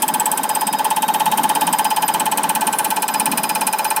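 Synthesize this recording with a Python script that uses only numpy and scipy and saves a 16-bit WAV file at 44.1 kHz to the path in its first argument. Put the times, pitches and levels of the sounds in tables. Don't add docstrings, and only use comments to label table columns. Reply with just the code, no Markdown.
import sys
import numpy as np
from scipy import signal
from scipy.fft import rfft, irfft
from scipy.io import wavfile
from scipy.ndimage import map_coordinates

SR = 44100
rng = np.random.default_rng(int(sys.argv[2]) if len(sys.argv) > 2 else 0)


def pcm_store(signal):
    levels = np.round(np.clip(np.atleast_2d(signal), -1, 1) * 32767)
    wavfile.write(sys.argv[1], SR, levels.astype(np.int16).T)


N = 176400
TIME = np.arange(N) / SR
SHOTS_PER_S, FIRST_SHOT_S = 17.001, .0212
PERIOD, LEAD_S = round(SR / SHOTS_PER_S), .008
SHOT, TURN_SAMPLE = np.divmod(np.arange(N) + PERIOD - round((FIRST_SHOT_S - LEAD_S) * SR), PERIOD)
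AGE = TURN_SAMPLE / SR - LEAD_S


def from_db(db):
    return 10 ** (np.asarray(db) / 20)


def rms_one(x):
    return x / np.sqrt(np.mean(x ** 2) + 1e-20)


def coloured(noise, spectrum):
    hz, db = np.transpose(spectrum)
    bin_hz = np.maximum(np.arange(N // 2 + 1) * SR / N, 1)
    gain = from_db(np.interp(np.log(bin_hz), np.log(hz), db))
    return rms_one(irfft(rfft(noise) * gain, N))


def drift(knots_per_s):
    return map_coordinates(rng.standard_normal(400), [TIME * knots_per_s], order=3, mode="wrap")


def per_shot(spread_db):
    return from_db(spread_db * rng.standard_normal(SHOT[-1] + 1))[SHOT]


def cyclic_noise(share, memory):
    turns = rng.standard_normal((SHOT[-1] + 1, PERIOD))
    for k in range(1, len(turns)):
        turns[k] = memory * turns[k - 1] + np.sqrt(1 - memory ** 2) * turns[k]
    return np.sqrt(share) * turns[SHOT, TURN_SAMPLE] + np.sqrt(1 - share) * rng.standard_normal(N)


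def envelope(age, attack, hold, t60):
    return np.clip(age / attack, 0, 1) * from_db(-60 * np.maximum(age - hold, 0) / t60)


def resonate(force, modes, spread_db):
    out = 0
    for k, (hz, width_hz, first_db, last_db) in enumerate(modes):
        radius = np.exp(-np.pi * width_hz / SR)
        feedback = [1, -2 * radius * np.cos(2 * np.pi * hz / SR), radius ** 2]
        ring = signal.lfilter([1, 0, -1], feedback, force * per_shot(spread_db) + 1e-18)
        out = out + (-1) ** k * rms_one(ring) * from_db(np.linspace(first_db, last_db, N))
    return rms_one(out) * force.std()


# (f/Hz, relative level/dB)
CRACK_SPECTRUM = [(1000, -20.5), (2200, -4.5), (4000, -10), (7000, -8), (7900, 4), (9300, 9), (11000, 0.5),
                  (13500, 4), (15800, -4)]
# (f/Hz, bandwidth/Hz, relative level/dB at the scene's start and end)
INJECTOR_MODES = [(7760, 89, 5, 4), (8900, 90, -48, -48), (8980, 200, -19, 12), (9280, 510, -23, 12),
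                  (10100, 390, 2, 11), (10510, 39, 3, 8), (11320, 240, 1, -8), (12340, 140, 5, -21),
                  (13900, 240, -11, -6.5), (14900, 160, -4, 5)]


def valve_crack():
    grain, rattle = cyclic_noise(share=.65, memory=.6), cyclic_noise(share=.7, memory=.65)
    snap = coloured(grain, CRACK_SPECTRUM) * per_shot(spread_db=2)
    snap *= envelope(AGE + .0006, attack=.00066, hold=.0053, t60=.052)
    force = rattle * envelope(AGE + .00041, attack=.00019, hold=.0011, t60=.028)
    return from_db(-20.5) * snap + from_db(-23) * resonate(force, INJECTOR_MODES, spread_db=6)


# (t/s, relative level/dB, f/Hz)
HARD_IMPACTS = [(0.1386, -16, 9270), (0.1974, -7.5, 8000), (0.2563, -9, 7960), (0.3157, -11, 8040),
                (0.4918, -14.5, 7990), (0.5526, -10.5, 8220), (0.6674, -9, 8100), (1.0204, -13.5, 8190),
                (1.5514, -12, 8920), (1.6686, -13, 9090), (1.7285, -12.5, 8170), (2.0817, -19, 8000),
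                (2.1999, -11.5, 8000), (2.3166, -11, 8000), (2.4329, -12, 9030), (2.4912, -12.5, 9300),
                (2.6678, -8.5, 9040), (2.7851, -16, 9280), (3.1383, -11.5, 9450), (3.1971, -12, 9280),
                (3.256, -10, 9370), (3.3737, -17, 9650), (3.903, -10, 9100), (3.9614, -24, 9600)]


def hard_shots():
    out = np.zeros(N + SR)
    age = np.arange(PERIOD) / SR
    decay = envelope(age, attack=.001, hold=.0026, t60=.043)
    detune_hz = 140
    for s, db, hz in HARD_IMPACTS:
        nearest_shot = round((s - FIRST_SHOT_S) * SHOTS_PER_S)
        start = int((FIRST_SHOT_S + nearest_shot / SHOTS_PER_S) * SR)
        cluster = sum(np.sin(2 * np.pi * ((hz + detune_hz * rng.standard_normal()) * age + rng.random()))
                      for _ in range(4))
        out[start:start + PERIOD] += from_db(db - 6) * rms_one(cluster) * decay
    return out[:N]


FIXTURE_MODE_HZ = [1350, 1545, 1730, 2430, 2520, 2600, 2750, 2980, 3140, 3430, 3630, 4100, 5400, 6330]
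# (relative level/dB at the start, middle and end of the microphone's path)
FIXTURE_MODE_LEVELS = [(-4, -5.5, 3.5), (-14, -9.5, 5), (1, 0, -1), (-6, 0, 7), (0.5, -0.5, 3),
                       (-1.5, -3.5, 0), (-1, -1.5, -2.5), (-1.5, 3.5, -1.5), (5.5, 3.5, -10),
                       (1, -8.5, -21.5), (-8, -12.5, -7.5), (-6, -6, 0), (-9, -9, -1), (-3, -6.5, -6)]
# (f/Hz, relative level/dB)
REVERB_SPECTRUM = [(400, -14.5), (1000, -23), (1300, -10.5), (2100, -1), (3000, 0.5), (4500, 0.5),
                   (6800, -3), (9000, -10), (15000, -15.5)]


def fixture_ring():
    ring = 0
    for hz, levels in zip(FIXTURE_MODE_HZ, FIXTURE_MODE_LEVELS):
        phase_wander = .5 * drift(2) + .2 * drift(120)
        db = np.interp(TIME, np.linspace(0, TIME[-1], len(levels)), levels)
        ring = ring + from_db(db) * np.sin(2 * np.pi * (hz * AGE + rng.random()) + phase_wander)
    ring = rms_one(ring) * envelope(AGE - .0016, attack=.0056, hold=.012, t60=.06)
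    reverb = coloured(cyclic_noise(share=.78, memory=.952), REVERB_SPECTRUM)
    reverb *= envelope(AGE, attack=.0054, hold=.0093, t60=.032)
    return from_db(-24.5) * ring + from_db(-28) * reverb


BUZZ_START_S, BUZZ_LENGTH_S = .006857, .0215


def needle_burst(age):
    settled_hz, sharp_hz, settle_s = 863.7, 89, .0037
    flutter_hz, swell_db, edge_s = 165, 1.5, .0027
    age = np.clip(age, 0, BUZZ_LENGTH_S)
    gate = np.clip(np.minimum(age, BUZZ_LENGTH_S - age) / edge_s, 0, 1)
    swell = from_db(swell_db * (age / BUZZ_LENGTH_S - 1))
    flutter = 1 - .27 * np.cos(2 * np.pi * flutter_hz * age)
    cycles = settled_hz * age + sharp_hz * settle_s * (1 - np.exp(-age / settle_s))
    return np.sqrt(2) * gate * swell * flutter * np.sin(2 * np.pi * cycles)


# (delay/s, level/dB relative to the direct sound)
WALL_ECHOES = [(.0105, -6), (.0283, -18)]
# (f/Hz, level/dB, T60/s, delay/s)
CABINET_MODES = [(796, -27.5, 0.3, 0.0114), (987, -35, 0.061, 0.0064), (1006, -34, 0.19, 0.0093),
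                 (974, -24.5, 0.036, 0.0024)]


def needle_buzz():
    age = np.arange(SR // 4) / SR
    direct = needle_burst(age - BUZZ_START_S)
    echoes = sum(from_db(db) * needle_burst(age - BUZZ_START_S - delay) for delay, db in WALL_ECHOES)
    response = from_db(-16.5) * (direct + echoes)
    for hz, db, t60, delay in CABINET_MODES:
        decay = envelope(age - delay, attack=.0052, hold=.0013, t60=t60)
        response += from_db(db) * np.sin(2 * np.pi * hz * age) * decay
    triggers = (TURN_SAMPLE == round(LEAD_S * SR)) * per_shot(spread_db=.22)
    return signal.fftconvolve(triggers, response)[:N]


# (f/Hz, relative level/dB)
RASP_SPECTRUM = [(450, -25), (720, -10), (900, 14.5), (1080, -11.5), (1300, -11), (1750, -3), (2300, -21)]


def fuel_rasp():
    flow = envelope(AGE - BUZZ_START_S, attack=.0011, hold=BUZZ_LENGTH_S, t60=.03)
    return from_db(-25) * flow * coloured(cyclic_noise(share=.41, memory=.55), RASP_SPECTRUM)


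# (f/Hz, relative level/dB)
MOTOR_SPECTRUM = [(25, -38), (90, -34.5), (130, -17), (200, -11), (300, -15.5), (370, -5.5), (480, -6),
                  (600, -2.5), (750, -4.5), (1000, 3), (1250, -10), (1700, -10), (2200, -17), (3200, -18.5),
                  (5000, -24.5), (7000, -27), (9000, -23.5), (15500, -37)]


def motor_rush():
    return from_db(-30 + drift(12)) * coloured(cyclic_noise(share=.35, memory=.999), MOTOR_SPECTRUM)


# (f/Hz, relative level/dB)
RUMBLE_SPECTRUM = [(60, -49), (100, -33.5), (150, -8), (190, -1), (220, 3), (255, -2.5), (295, -2),
                   (360, -12.5), (600, -50)]
# (t/s, level/dB)
RUMBLE_CONTOUR = [(0, -35), (.25, -33), (.6, -38), (.75, -32), (.92, -42.5), (1.05, -33), (1.38, -29),
                  (1.52, -33), (1.68, -28), (1.8, -38.5), (2.1, -33), (2.45, -33.5), (3.02, -38.5),
                  (3.25, -27), (3.42, -32.5), (3.62, -28.5), (3.74, -40), (4, -46)]


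def drive_rumble():
    s, db = np.transpose(RUMBLE_CONTOUR)
    lumps = from_db(4 * np.tanh(drift(30)))
    noise = coloured(cyclic_noise(share=.5, memory=.97), RUMBLE_SPECTRUM)
    return from_db(np.interp(TIME, s, db)) * rms_one(lumps * noise)


TONE_HZ = [1547, 3750, 5000, 10000, 12000, 12155]
# (t/s, then level/dB for each tone)
TONE_LEVELS = [(0, -45, -52, -44, -43, -54, -47), (.4, -40, -50, -50, -48, -41, -54),
               (.55, -42, -46, -37.5, -54, -38, -60), (.85, -46, -44, -39.5, -59, -45.5, -60),
               (1.15, -47, -40.5, -65, -58, -40, -40), (1.65, -42, -42, -41, -46, -43, -48),
               (2.05, -40, -56, -43, -66, -33, -53), (2.3, -40, -50, -62, -62, -47, -49),
               (2.8, -36, -66, -59, -37.5, -38, -50), (3, -37, -53, -41.5, -47, -38.5, -62),
               (3.55, -49, -60, -37.5, -45, -38, -51), (4, -56, -59, -43, -55, -40.5, -42)]


def inverter_whine():
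    s, *levels = np.transpose(TONE_LEVELS)
    out = 0
    for hz, db in zip(TONE_HZ, levels):
        flicker = from_db(2 * drift(14) + 4 * drift(60))
        tone = np.sin(2 * np.pi * hz * TIME + .9 * drift(50))
        out = out + from_db(np.interp(TIME, s, db)) * rms_one(flicker * tone)
    return out


# (t/s, then level/dB for crack, fixture, buzz and motor)
PATH_GAINS = [(0, 4.5, 0.5, -2, 1), (.3, 4.5, -5.5, -2, 2), (.6, 1.5, -4, -.5, 2), (.92, 0, -0.5, 0.5, 0),
              (1.2, 2, 1, 1.5, 2.5), (1.4, 1, 0, 2.5, 5), (1.65, 1.5, 1, 1.5, 2.5), (2.05, 2, 1.5, 0.5, 2),
              (2.4, 1.5, 0.5, -0.5, 2), (2.8, 3.5, 0, -1, 3), (3.3, 0.5, 1.5, -2, 1.5), (4, 2.5, -1, -2, 2)]


def scene():
    s, *levels = np.transpose(PATH_GAINS)
    crack_gain, ring_gain, buzz_gain, motor_gain = [from_db(np.interp(TIME, s, db)) for db in levels]
    impacts = crack_gain * valve_crack() + hard_shots() + ring_gain * fixture_ring()
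    nozzle = buzz_gain * (needle_buzz() + fuel_rasp())
    drive = motor_gain * motor_rush() + drive_rumble() + inverter_whine()
    return np.array([impacts + nozzle + drive] * 2)


def record(dry):
    return signal.sosfilt(signal.ellip(10, .2, 80, 15900, fs=SR, output="sos"), dry)


dry = scene()
out = record(dry)
pcm_store(out)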